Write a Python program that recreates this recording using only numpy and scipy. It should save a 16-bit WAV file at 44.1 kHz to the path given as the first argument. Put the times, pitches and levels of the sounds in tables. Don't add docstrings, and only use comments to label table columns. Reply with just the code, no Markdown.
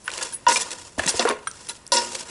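import sys
import numpy as np
from scipy import signal
from scipy.fft import rfft, irfft
from scipy.io import wavfile

SR = 44100
rng = np.random.default_rng(int(sys.argv[2]) if len(sys.argv) > 2 else 0)


def unload_wav(signal):
    wavfile.write(
        sys.argv[1],
        SR,
        np.round(np.clip(np.atleast_2d(signal).T, -1, 1) * 32767).astype(np.int16),
    )


N = 101429

def from_db(db):
    return 10 ** (np.asarray(db) / 20)

def unit_rms(x):
    return x / np.sqrt(np.mean(x ** 2) + 1e-20)

def level_at(spectrum, hz):
    pitch_hz, level_db = np.transpose(spectrum)
    return np.interp(np.log(hz), np.log(pitch_hz), level_db)

def add(out, start_s, sound):
    i = int(start_s * SR)
    out[i:i + len(sound)] += sound[:N - i]

def drift(corner_hz):
    r = np.exp(-2 * np.pi * corner_hz / SR)
    return unit_rms(signal.lfilter([1], [1, -2 * r, r * r], rng.standard_normal(N + SR))[SR:])

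def decay(t60_s, t):
    return from_db(-60 * t / np.maximum(t60_s, 1e-3))

def soft_onset(sound, rise_s=.0003):
    return sound * (1 - np.exp(-np.arange(len(sound)) / SR / rise_s))

def struck_modes(hz, level_db, t60_s, spread_db=2):
    t = np.arange(SR // 2)[:, None] / SR
    amplitude = from_db(level_db + rng.normal(0, spread_db, len(hz)))
    partials = amplitude * decay(t60_s, t) * np.sin(2 * np.pi * hz * t)
    return soft_onset((partials * (-1) ** np.arange(len(hz))).sum(axis=1))

def resonator(drive, hz, radius):
    w = 2 * np.pi * hz / SR
    return signal.lfilter([0, np.sin(w)], [1, -2 * radius * np.cos(w), radius ** 2], drive + 1e-18)

def coloured_noise(spectrum, count):
    hz = np.maximum(np.fft.rfftfreq(count, 1 / SR), 1)
    return unit_rms(irfft(rfft(rng.standard_normal(count)) * from_db(level_at(spectrum, hz)), count))

# pitch_hz, level_db
HUM_SPECTRUM = [(20, -2.5), (60, 7.5), (400, 2), (1100, -6), (3200, -16), (9000, -12.5)]
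def hum(level_db=-50.5):
    return from_db(level_db) * coloured_noise(HUM_SPECTRUM, N + N % 2)[:N]

def reverberation(x, level_db=-27.5, t60_s=0.4, absorption_hz=8800):
    out, pole = np.zeros(N), np.exp(-2 * np.pi * absorption_hz / SR)
    for k, lag in enumerate((rng.uniform(.012, .035, 8) * SR).astype(int)):
        loop, gain, state = x.copy(), decay(t60_s, lag / SR), [0.]
        for i in range(lag, N, lag):
            echo, state = signal.lfilter([gain * (1 - pole)], [1, -pole], loop[i - lag:i], zi=state)
            loop[i:i + lag] += echo[:N - i]
        out += (loop - x) * (-1) ** k
    return from_db(level_db) * out

# start_s, level_db, pitch_hz
WET_TICKS = [(0.1025, -25.5, 2430), (0.1159, -21.5, 4070), (0.1372, -22.5, 3020), (0.156, -24, 7500),
             (0.1787, -17.5, 4500), (0.2274, -15, 4990), (1.065, -8, 6200), (1.5136, -22, 5740),
             (1.866, -25, 5340), (1.877, -24, 7740), (2.149, -22.5, 4700), (2.2715, -24, 9120)]
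def wet_ticks(t60_cycles=36):
    out, t = np.zeros(N), np.arange(2048) / SR
    for start_s, level_db, hz in WET_TICKS:
        spit = coloured_noise([(hz / 4, -30), (hz, -1), (hz * 3, -8)], len(t))
        envelope = from_db(level_db) * decay(t60_cycles / hz, t)
        add(out, start_s, soft_onset(envelope * (np.sin(2 * np.pi * hz * t) + spit)))
    return out

def crackle(stroke, rate_per_s=150, gain_db=-1.5, t60_cycles=9.7):
    partings = rng.random(N) < rate_per_s / SR
    impulses = partings * from_db(3.7 * np.minimum(rng.exponential(1, N), 4)) * stroke
    pitch_index, out = rng.integers(0, 14, N), np.zeros(N)
    for k, hz in enumerate(np.geomspace(2000, 10000, 14)):
        out += resonator(impulses * (pitch_index == k), hz, decay(t60_cycles / hz, 1 / SR))
    return from_db(gain_db) * out

# start_s, level_db, pitch_hz, t60_s
DAMPED_KNOCKS = [(0.0788, -17.5, 1500, 0.039), (0.0785, -17, 2800, 0.011), (.979, -22.5, 630, 0.052),
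                 (.984, -18, 267, 0.028), (0.994, -8, 1700, 0.022), (0.994, -11.5, 630, 0.028),
                 (0.983, -25.5, 82, 0.11), (1.037, -22, 1700, 0.016), (1.0765, -11.5, 4000, 0.0089),
                 (1.146, -35.5, 82, 0.084), (1.0605, -11, 180, 0.034), (1.141, -20.5, 465, 0.062),
                 (1.1945, -14.5, 709, 0.058), (1.2523, -9.5, 468, 0.056), (1.2519, -13.5, 1400, 0.027),
                 (0.5595, -13.5, 2390, 0.059), (1.694, -24, 3980, 0.032), (1.272, -19, 1390, 0.019),
                 (1.2755, -13, 990, 0.03), (1.284, -13.5, 1000, 0.029), (1.289, -11, 3610, 0.01),
                 (1.2987, -9, 1200, 0.013), (1.2995, -17.5, 421.7, 0.17), (1.4717, -13.5, 1328, 0.023),
                 (2.129, -39.5, 523, 0.27), (1.289, -20, 9700, 0.032)]
def knocks(puff_db=-6, half_width_oct=0.58, crack_db=-5.5, crack_t60_s=0.0024):
    out, t, ratio = np.zeros(N), np.arange(8192) / SR, 2 ** half_width_oct
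    for start_s, level_db, hz, t60_s in DAMPED_KNOCKS:
        band = [(hz / ratio ** 3, -40), (hz / ratio, -3), (hz * ratio, -3), (hz * ratio ** 3, -30)]
        puff = from_db(puff_db) * coloured_noise(band, len(t))
        body = soft_onset(decay(t60_s, t) * (np.sin(2 * np.pi * hz * t) + puff))
        bright_noise = coloured_noise([(hz / 2, -10), (hz * 2, 0), (hz * 8, -12)], len(t))
        crack = from_db(crack_db) * decay(crack_t60_s, t) * bright_noise
        low_cut = signal.butter(3, hz / 2, "high", fs=SR, output="sos")
        add(out, start_s, from_db(level_db) * signal.sosfilt(low_cut, body + crack))
    return out

# pitch_hz, level_db, t60_s
MAIN_SPOON_MODES = [(1580, -5.5, 0.062), (3250, -12, 0.071), (4000, -22, 0.057), (5840, -8, 0.051),
                    (8960, -2, 0.084)]
TOP_SPOON_MODES = [(8010, -26.5, 0.13), (10390, -4.5, 0.082)]
# start_s, main_db, top_db
SPOON_CLINKS = [(.042, -60, -32.5), (.058, -50, -34), (0.326, -35, -38), (0.334, -53, -16.5),
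                (.344, -48, -20), (1.101, -22, -20), (1.473, -23, -36), (1.688, -56, -22.5),
                (1.919, -50, -17)]
def spoon_clinks(roughness_db=1.5):
    out = np.zeros(N)
    for start_s, main_db, top_db in SPOON_CLINKS:
        for part, level_db in ((MAIN_SPOON_MODES, main_db), (TOP_SPOON_MODES, top_db)):
            hz, mode_db, t60_s = np.transpose(part)
            add(out, start_s, struck_modes(hz, level_db + mode_db, t60_s))
    return out * from_db(roughness_db * drift(corner_hz=180))

# time_s, treble_db, lower_relative_db
SPOON_SLIDE = [(0, -53.5, -28), (0.072, -52.5, 9), (.14, -37, -1.5), (.265, -36, -3.5), (.305, -41.5, -5.5),
               (.365, -57, 4), (.462, -52, -1), (.5, -47, -24), (.6, -29.5, -7.5), (.66, -42, 0),
               (.88, -45, -6), (.92, -54.5, -5), (.978, -54, -5), (1.0, -39, 5.5), (1.24, -32.5, -5.5),
               (1.26, -44.5, 17), (1.309, -44, 16), (1.403, -60.5, 10), (1.52, -48, -3.5),
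               (1.759, -45, -9.5), (1.8, -57.5, 2), (1.915, -64, 6), (1.99, -28, -4), (2.06, -35, -4.5),
               (2.207, -37.5, -6), (2.25, -52, -1), (2.3, -36, -0.5)]
# start_s, length_s, treble_db, lower_relative_db
WALL_SCRAPES = [(0.174, 0.02, -36, 2), (0.206, 0.013, -34, 3.5), (0.223, 0.01, -26.5, -13),
                (0.322, 0.02, -37.5, -7), (0.48, 0.039, -23, 1), (0.521, 0.025, -18.5, -43),
                (0.548, 0.03, -25, -5.5), (.606, 0.021, -26, -12), (0.705, 0.027, -30, -4),
                (0.981, 0.018, -31.5, 2.5), (1.032, 0.0063, -30, 4.5), (1.0765, 0.028, -19, -14.5),
                (1.16, .015, -27.5, -27), (1.197, 0.032, -31, 8), (1.299, 0.013, -37.5, 15.5),
                (1.679, 0.036, -37, -3.5), (1.919, 0.048, -22.5, -8.5), (1.948, 0.046, -31, -10),
                (2.145, 0.0084, -26.5, -12),]
def stroke_envelopes(rise_s=.0015, release_t60_s=0.02):
    t = np.arange(N) / SR
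    time_s, treble_db, relative_db = np.transpose(SPOON_SLIDE)
    power = from_db([np.interp(t, time_s, db) for db in (treble_db, treble_db + relative_db)]) ** 2
    for start_s, length_s, treble_db, relative_db in WALL_SCRAPES:
        attack = np.clip((t - start_s) / rise_s, 0, 1)
        release = decay(release_t60_s, np.maximum(t - start_s - length_s, 0))
        power += (from_db([[treble_db], [treble_db + relative_db]]) * attack * release) ** 2
    return np.sqrt(power)

# pitch_hz, level_db, t60_s
WALL_MODES = [(237.1, -29.5, 0.76), (359.4, -28, 0.69), (508.8, -14, 0.22), (558.6, -7.5, 0.14),
              (655, -14, 0.13), (947.7, -4, 0.36), (1000.5, -6, 0.2), (1446, -17.5, 0.3),
              (1878, -19.5, 0.25), (2700, -21.5, 0.18), (2826, -20.5, 0.17), (3456, -18, 0.088),
              (3850, -21, 0.11), (4145, -26, 0.14), (4400, -27, 0.17), (4564, -28, 0.14), (4825, -23, 0.14),
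              (5185, -31.5, 0.33), (5424, -25.5, 0.2), (5720, -28.5, 0.13), (6010, -22.5, 0.066),
              (7180, -26, 0.053)]
# pitch_hz, level_db
FRICTION_SPECTRUM = [(200, -12.5), (505, 2), (732, -7.5), (958, 4.5), (1280, 0.5), (4500, -3), (7500, 1.5),
                     (11200, -7)]
def wall_friction(treble, lower, slips_per_s=6000, spread_db=5, flutter_db=2.17, split_hz=3500):
    slips = (rng.random(N) < slips_per_s / SR) * rng.choice([-1, 1], N)
    size_db = spread_db * np.minimum(rng.exponential(1, N), 4)
    slips = slips * from_db(size_db + flutter_db * drift(corner_hz=104))
    close_hz = np.linspace(300, 11000, 70) * rng.uniform(.98, 1.02, 70)
    pitches = np.concatenate([np.transpose(WALL_MODES)[0], close_hz])
    strong_low = (np.arange(len(pitches)) < len(WALL_MODES)) * (pitches < split_hz)
    gain = from_db(level_at(FRICTION_SPECTRUM, pitches) + 2 * strong_low)
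    group, out = rng.integers(0, 12, N), np.zeros(N)
    for k, hz in enumerate(pitches):
        blend = np.clip(.5 + np.log2(hz / split_hz) / 1.4, 0, 1)
        drive = unit_rms(slips * (group == k % 12)) * treble ** blend * lower ** (1 - blend)
        t60_s = 0.034 * (split_hz / hz) ** 0.61
        radius = decay(t60_s, 1 / SR)
        band_share = gain[k] / np.linalg.norm(gain[(pitches > split_hz) == (hz > split_hz)])
        unit_power_gain = np.sqrt(2 * (1 - radius ** 2))
        out += band_share * unit_power_gain * resonator(drive, hz, radius)
    return out

MODE_GROUP_HZ = [480, 970, 2300, 5500]
# start_s, deep_db, clang_db, middle_db, high_db, ring_time_ratio
WALL_BLOWS = [(.466, -16, -5, -1, -13.5, 0.5), (.483, -16.5, -10, -42, 6, 0.49),
              (1.076, -14, -19.5, 9, -25, 0.12), (1.194, 0, -47, -3, 6, 0.33),
              (1.9195, -15.5, -12, -12, 6, 1), (1.945, -8, -50, -37, -11, 1),
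              (1.968, -47, -18, -12.5, 8, 0.72)]
def wall_blows(roughness_db=1.5):
    out, (hz, mode_db, t60_s) = np.zeros(N), np.transpose(WALL_MODES)
    for start_s, *groups_db, ring_time_ratio in WALL_BLOWS:
        blow_db = level_at(list(zip(MODE_GROUP_HZ, groups_db)), hz)
        add(out, start_s, struck_modes(hz, blow_db + mode_db, t60_s * ring_time_ratio))
    return out * from_db(roughness_db * drift(corner_hz=90))

def scene(radiation_hz=215):
    treble, lower = stroke_envelopes()
    stirring = wall_blows() + spoon_clinks() + wet_ticks() + wall_friction(treble, lower)
    stirring += crackle(treble)
    low_cut = signal.butter(4, radiation_hz, "high", fs=SR, output="sos")
    direct = signal.sosfilt(low_cut, stirring) + knocks()
    return (direct + reverberation(direct) + hum())[None]

def record(dry, limit=.6, cutoff_hz=11050):
    low_pass = signal.ellip(12, .5, 70, cutoff_hz, fs=SR, output="sos")
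    return signal.sosfilt(low_pass, limit * np.tanh(dry / limit))

dry = scene()
out = record(dry)
unload_wav(out)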